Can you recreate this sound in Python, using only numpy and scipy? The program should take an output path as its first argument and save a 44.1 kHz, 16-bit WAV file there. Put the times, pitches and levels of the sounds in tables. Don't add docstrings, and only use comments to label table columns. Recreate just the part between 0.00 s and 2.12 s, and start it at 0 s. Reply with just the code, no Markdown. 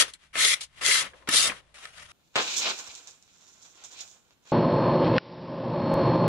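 import sys
import numpy as np
from scipy import signal
from scipy.fft import rfft, irfft, next_fast_len
from scipy.io import wavfile
from scipy.ndimage import uniform_filter1d, map_coordinates

SR = 44100
rng = np.random.default_rng(int(sys.argv[2]) if len(sys.argv) > 2 else 0)


def digitize_waveform(pressure):
    field = np.atleast_2d(pressure).T
    bounded = np.clip(field, -1, 1)
    quanta = np.round(bounded * 32767).astype(np.int16)
    wavfile.write(sys.argv[1], SR, quanta)


N = 93447

# (frequency [Hz], relative level [dB])
FLUTTER_TONE = [(40, -17.5), (120, -6), (200, -7), (290, -7), (370, -5), (430, -7), (525, 3), (680, -4.5),
                (900, -7), (1100, -2), (1500, -30.5), (3000, -54.5)]


def amp(db):
    return 10 ** (np.asarray(db) / 20)


def along(points, hz):
    f, v = np.transpose(points)
    return np.interp(np.log(hz + 1), np.log(f + 1), v)


def gains(rows):
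    edge_s = 0.0035
    s, *columns = np.transpose(rows)
    t = np.arange(N) / SR
    time_inside = np.minimum(t - s[0], s[-1] - t)
    gate = np.clip(1 + time_inside / edge_s, 0, 1)
    return [gate * amp(np.interp(t, s, column)) for column in columns]


def wobble(rate):
    knots = rng.standard_normal(int(N * rate / SR) + 4)
    return map_coordinates(knots, [np.arange(N) * rate / SR], order=2)


def noise_pair():
    return rng.standard_normal((2, N))


def filtered(x, response):
    m = next_fast_len(N + SR // 2)
    spectrum = rfft(x, m) * response(np.fft.rfftfreq(m, 1 / SR))
    return irfft(spectrum, m)[..., :N]


def colour(points):
    return lambda hz: amp(along(points, hz))


def resonance(f, centre, width):
    return 1j * f * width / (centre ** 2 - f * f + 1j * f * width)


def radiate(pair, response, likeness=None):
    # (frequency [Hz], likeness [0 to 1])
    usual_likeness = [(60, 0.97), (250, 0.36), (550, 0.84), (1000, 0), (1350, 0.45), (2100, 0.37),
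                      (2900, 0.0027), (11000, 0.044)]
    table = usual_likeness if likeness is None else likeness

    def mid_side_response(hz):
        turn = np.arccos(np.clip(along(table, hz), -.95, .95)) / 2
        return response(hz) * np.array([np.cos(turn), np.sin(turn)]) / np.cos(turn)

    mid, side = filtered(pair, mid_side_response)
    return np.array([mid + side, mid - side]) / np.std(mid)


def burst(start, t60):
    attack_s = 0.00029
    t = np.maximum(np.arange(N) / SR - start, 0)
    return (1 - np.exp(-t / attack_s)) * amp(-60 * t / t60)


def crack(centre, octaves):
    def hump(hz):
        distance = np.log2((hz + 1) / centre) / octaves
        return (1 + distance ** 2 / 2) ** -2.0

    return radiate(noise_pair(), hump)


def ring(start, hz, t60):
    attack_s, side_share = .001, 0.51
    t = np.maximum(np.arange(N) / SR - start, 0)
    phase = 2 * np.pi * hz * t + 2 * np.pi * rng.random()
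    side = side_share * rng.choice([-1, 1]) * np.cos(phase) * np.array([[1], [-1]])
    return (np.sin(phase) + side) * (1 - np.exp(-t / attack_s)) * amp(-60 * t / t60)


def fibres():
    fibres_per_s, spread_db = 16000, 1.6
    clump_db, clumps_per_s = .8, 220
    sizes = amp(spread_db * np.minimum(rng.exponential(size=N), 4))
    snaps = (rng.random(N) < fibres_per_s / SR) * sizes
    return snaps * amp(clump_db * wobble(clumps_per_s)) * rng.standard_normal((2, N))


def sheet(f):
    # (frequency [Hz], width [Hz], relative level [dB])
    sheet_modes = [(1122, 145, -8), (1303, 86, -1), (1615, 440, -8.5), (1820, 95, 0), (2153, 400, -2.5),
                   (2470, 626, -4), (3004, 530, -6.5)]
    low_hz = 1010
    modes = 0
    for k, (centre, width, db) in enumerate(sheet_modes):
        modes = modes + (-1) ** k * amp(db) * resonance(f, centre, width)
    return modes * f ** 4 / np.sqrt(f ** 8 + low_hz ** 8)


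def glances(pair, count):
    latest_s, copy_db = .004, -15
    drift_s, drifts_per_s = .00004, 7.05
    n = np.arange(N)

    def delay():
        return SR * (rng.uniform(latest_s / 10, latest_s) + drift_s * wobble(drifts_per_s))

    def with_copies(x):
        copies = sum(np.interp(n - delay(), n, x, left=0) for _ in range(count))
        return x + amp(copy_db) * copies

    return np.array([with_copies(x) for x in pair])


def flexing(pair):
    depth_db, bins, frames = 2, 4, 6
    z = signal.stft(pair, nperseg=512)[2]
    field = uniform_filter1d(rng.standard_normal(z.shape[1:]), bins, 0)
    field = uniform_filter1d(field, frames, 1)
    return signal.istft(z * amp(depth_db * field / field.std()), nperseg=512)[1][:, :N]


def cutting():
    # (time [s], rasp level [dB], sheet drive before the body mix [dB])
    cut_1 = [(0, -20, -22), (0.024, -22, -24), (0.031, -32.5, -31), (0.06, -53.5, -51.5), (.1, -51.5, -49),
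             (.13, -72, -84)]
    cut_2 = [(.332, -63, -52), (0.357, -41, -36), (.378, -33, -28.5), (0.391, -26, -30), (.44, -23, -29.5),
             (0.486, -22.5, -35), (0.541, -26, -33.5), (.552, -41, -48.5), (.6, -67, -53)]
    cut_3 = [(.813, -44, -35.5), (0.862, -24.5, -30), (.92, -22.5, -32.5), (.976, -25, -31),
             (1.027, -32, -33.5), (1.04, -44.5, -37), (1.07, -50, -41), (1.12, -99, -79)]
    cut_4 = [(1.3, -41, -37.5), (1.339, -22.5, -26), (1.375, -20, -30.5), (1.41, -24, -30),
             (1.479, -28.5, -31.5), (1.495, -41.5, -30.5), (1.55, -59.5, -54), (1.61, -75, -57)]
    # (frequency [Hz], width [Hz], level beside the rasp [dB])
    strip_modes = [(3256, 220, 0), (2097, 226, 6), (1990, 246, 3), (3620, 26, 0)]
    # (frequency [Hz], relative level [dB])
    rasp_tone = [(1000, -40), (1800, -17), (2500, -4), (3500, 0.5), (4500, -1), (5500, -2), (8000, -4),
                 (10400, -4), (11400, -11.5), (12500, -55.5)]
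    ring_db, flutter_db = -3, -16
    body = amp(ring_db) * radiate(fibres(), sheet)
    body = body + amp(flutter_db) * radiate(fibres(), colour(FLUTTER_TONE))
    out = 0
    for cut, (centre, width, db) in zip([cut_1, cut_2, cut_3, cut_4], strip_modes):
        def edge_response(hz):
            return colour(rasp_tone)(hz) + amp(db) * resonance(hz, centre, width)

        edge_gain, body_gain = gains(cut)
        rasp = radiate(flexing(glances(fibres(), count=5)), edge_response)
        out = out + edge_gain * rasp + body_gain * body
    return out


def handling():
    # (time [s], level [dB])
    held_level = [(0, -31), (.12, -63.5), (.155, -59.5), (.18, -78), (.2, -65.5), (.245, -60), (.3, -74.5),
                  (.58, -51), (.69, -73), (.745, -64), (.785, -52), (.81, -54), (1.1, -56.5),
                  (1.135, -66.5), (1.17, -60.5), (1.25, -68.5), (1.58, -52.5), (1.62, -71), (1.74, -71)]
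    # (frequency [Hz], relative level [dB])
    held_tone = [(100, -16.5), (250, -10), (520, -8.5), (800, -8.5), (1100, -4), (1900, 0), (3200, -3),
                 (5000, -11.5), (10000, -15), (12000, -23.5)]
    return gains(held_level)[0] * radiate(fibres(), colour(held_tone))


def room_hum():
    # (frequency [Hz], relative level [dB])
    hum_tone = [(20, -11), (40, -16), (60, 2), (90, -17), (150, -10.5), (250, -28), (600, -28), (3000, -38),
                (12000, -45.5)]
    return amp(-68) * radiate(noise_pair(), colour(hum_tone))


def sway_rumble():
    # (time [s], level [dB])
    sway_level = [(0, -61.5), (.2, -88.5), (.42, -64.5), (.65, -89.5), (.79, -60), (.9, -65), (1.06, -63.5),
                  (1.18, -78), (1.42, -55.5), (1.62, -70), (1.81, -85.5), (1.9, -73), (2.12, -64.5)]
    # (frequency [Hz], relative level [dB])
    sway_tone = [(20, -17.5), (45, -7.5), (70, 0), (110, -4.5), (200, -11.5), (500, -50.5)]
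    return gains(sway_level)[0] * radiate(noise_pair(), colour(sway_tone), [(60, .3)])


def tugs():
    # (time [s], level [dB], centre [Hz])
    tug_list = [(0.025, -40, 458), (0.076, -53, 452), (.356, -38.5, 544), (0.403, -49, 280),
                (0.451, -37.5, 448), (.813, -42, 405), (0.884, -35.5, 486), (1.275, -42, 450),
                (1.287, -33.5, 236), (1.342, -37.5, 444)]
    octaves, t60 = 0.45, 0.068
    return sum(amp(db) * burst(s, t60) * crack(centre, octaves) for s, db, centre in tug_list)


def catches():
    # (time [s], level before the trim [dB], centre [Hz], width [octaves], 60 dB fall [s])
    snap_list = [(0.08, -40.5, 1520, 1, 0.033), (0.1363, -38.5, 3470, 0.74, 0.025),
                 (0.136, -41.5, 8200, 0.3, 0.046), (0.3545, -23.5, 1990, 0.57, 0.033),
                 (0.434, -24, 4220, 0.58, 0.022), (0.448, -15, 4240, 1, 0.035),
                 (0.812, -39, 2000, 0.92, 0.031), (0.956, -21.5, 1580, 0.33, 0.055),
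                 (1.134, -47.5, 1630, 0.51, 0.038), (1.223, -50, 1290, 0.73, 0.04),
                 (1.274, -36.5, 1420, 1.12, 0.56), (1.2887, -23, 4960, 2.3, 0.049),
                 (1.378, -21, 3290, 0.71, 0.018), (1.477, -22, 2590, 1.15, 0.012),
                 (1.498, -23, 2190, 0.32, 0.027), (1.519, -31, 1312, 0.47, 0.039),
                 (1.8537, -30.5, 2000, 1.17, 0.014), (1.978, -49, 1200, 0.83, 0.069)]
    trim_db = -0.5
    out = 0
    for s, db, centre, width, t60 in snap_list:
        out = out + amp(db + trim_db) * burst(s, t60) * crack(centre, width)
    return out


def pings():
    # (time [s], level [dB], frequency [Hz], 60 dB fall [s])
    ping_list = [(.1365, -39, 4170, .034), (.148, -55, 2280, .05), (.432, -17, 2160, .02),
                 (.449, -21, 3510, 0.06), (.471, -33, 2310, .06), (.912, -14, 2178, 0.041),
                 (1.366, -23, 3710, .08)]
    return sum(amp(db) * ring(s, hz, t60) for s, db, hz, t60 in ping_list)


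def brush():
    # (time [s], level [dB])
    brush_level = [(.606, -50.5), (.609, -38.5), (.617, -36.5), (.627, -43.5), (.634, -40), (.652, -48.5),
                   (.672, -76.5)]
    # (frequency [Hz], relative level [dB])
    brush_tone = [(290, -24.5), (500, -16), (754, -19), (1300, -12), (1480, -17), (2270, -4.5), (3800, -3),
                  (9740, -8), (11900, -21)]
    return gains(brush_level)[0] * radiate(fibres(), colour(brush_tone))


def loose_sheet():
    # (time [s], level [dB])
    loose_level = [(1.02, -47), (1.07, -53), (1.1, -77), (1.14, -56), (1.19, -67.5), (1.225, -62.5),
                   (1.27, -64), (1.5, -40.5), (1.57, -66), (1.64, -71.5), (1.74, -73)]
    return gains(loose_level)[0] * radiate(noise_pair(), colour(FLUTTER_TONE))


def pops():
    # (time [s], level before the tone's own level [dB], tilt [dB per octave])
    pop_list = [(1.2896, -20.5, 3.5), (1.8537, -31.5, -6.5)]
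    # (frequency [Hz], level before tilt [dB], 60 dB fall [s])
    pop_tones = [(1274, -2.5, 0.027), (1792, 2, 0.022), (2270, -5, 0.027), (2500, -12, 0.03),
                 (2850, -6.5, .029)]
    lowest_hz = pop_tones[0][0]
    out = 0
    for s, db, tilt in pop_list:
        for hz, level, t60 in pop_tones:
            out = out + ring(s, hz, t60) * amp(db + level + tilt * np.log2(hz / lowest_hz))
    return out


def slide():
    # (time [s], level [dB])
    slide_level = [(1.744, -52), (1.8, -50.5), (1.85, -48), (1.89, -54), (1.915, -59.5), (1.935, -54.5),
                   (1.96, -53), (1.985, -50.5), (2.005, -51.5), (2.03, -49), (2.085, -57.5), (2.105, -54.5),
                   (2.119, -50.5)]
    # (frequency [Hz], relative level [dB])
    slide_tone = [(88, -36), (150, -5), (208, -7.5), (295, -16), (602, -3), (952, -7.5), (1320, 1.5),
                  (1480, -2), (1810, -0.5), (2850, 0), (3960, -7), (10300, -12.5), (11900, -23.5)]
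    crinkle_db, crinkles_per_s = 1.3, 120
    lag_s = 0.000086
    level = gains(slide_level)[0] * amp(crinkle_db * wobble(crinkles_per_s))
    likeness = [(200, 0.99), (2000, 0.2), (8000, .15)]
    sound = level * radiate(flexing(fibres()), colour(slide_tone), likeness)
    return filtered(sound, lambda hz: np.exp(1j * np.pi * hz * lag_s * np.array([[-1], [1]])))


def room(x):
    # (frequency [Hz], 60 dB fall [s])
    room_fall = [(200, 0.27), (2000, 0.12), (10000, 0.085)]
    hz, t, z = signal.stft(rng.standard_normal((2, SR // 2)), SR, nperseg=256)
    fall = amp(-60 * t / along(room_fall, hz)[:, None])
    tail = signal.istft(z * fall, SR, nperseg=256)[1]
    return signal.fftconvolve(x, tail / np.linalg.norm(tail[0]), axes=1)[:, :N]


def scene():
    # (frequency [Hz], left minus right [dB])
    balance = [(60, -6), (97, 0.5), (160, 1.5), (250, 7.5), (400, 1.5), (650, 4), (1050, 2.5), (1690, 4.5),
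               (2730, 4), (4400, 4), (7090, 4), (11400, -1.5)]
    paper = cutting() + handling() + tugs() + catches() + pings()
    paper = paper + brush() + loose_sheet() + pops() + slide()
    paper = filtered(paper, lambda hz: amp(along(balance, hz) * np.array([[.5], [-.5]])))
    room_db = -13
    return paper + amp(room_db) * room(paper) + room_hum() + sway_rumble()


def record(dry):
    top_hz = 11650
    return filtered(dry, lambda hz: 1 / np.sqrt(1 + (hz / top_hz) ** 200))


dry = scene()
out = record(dry)
digitize_waveform(out)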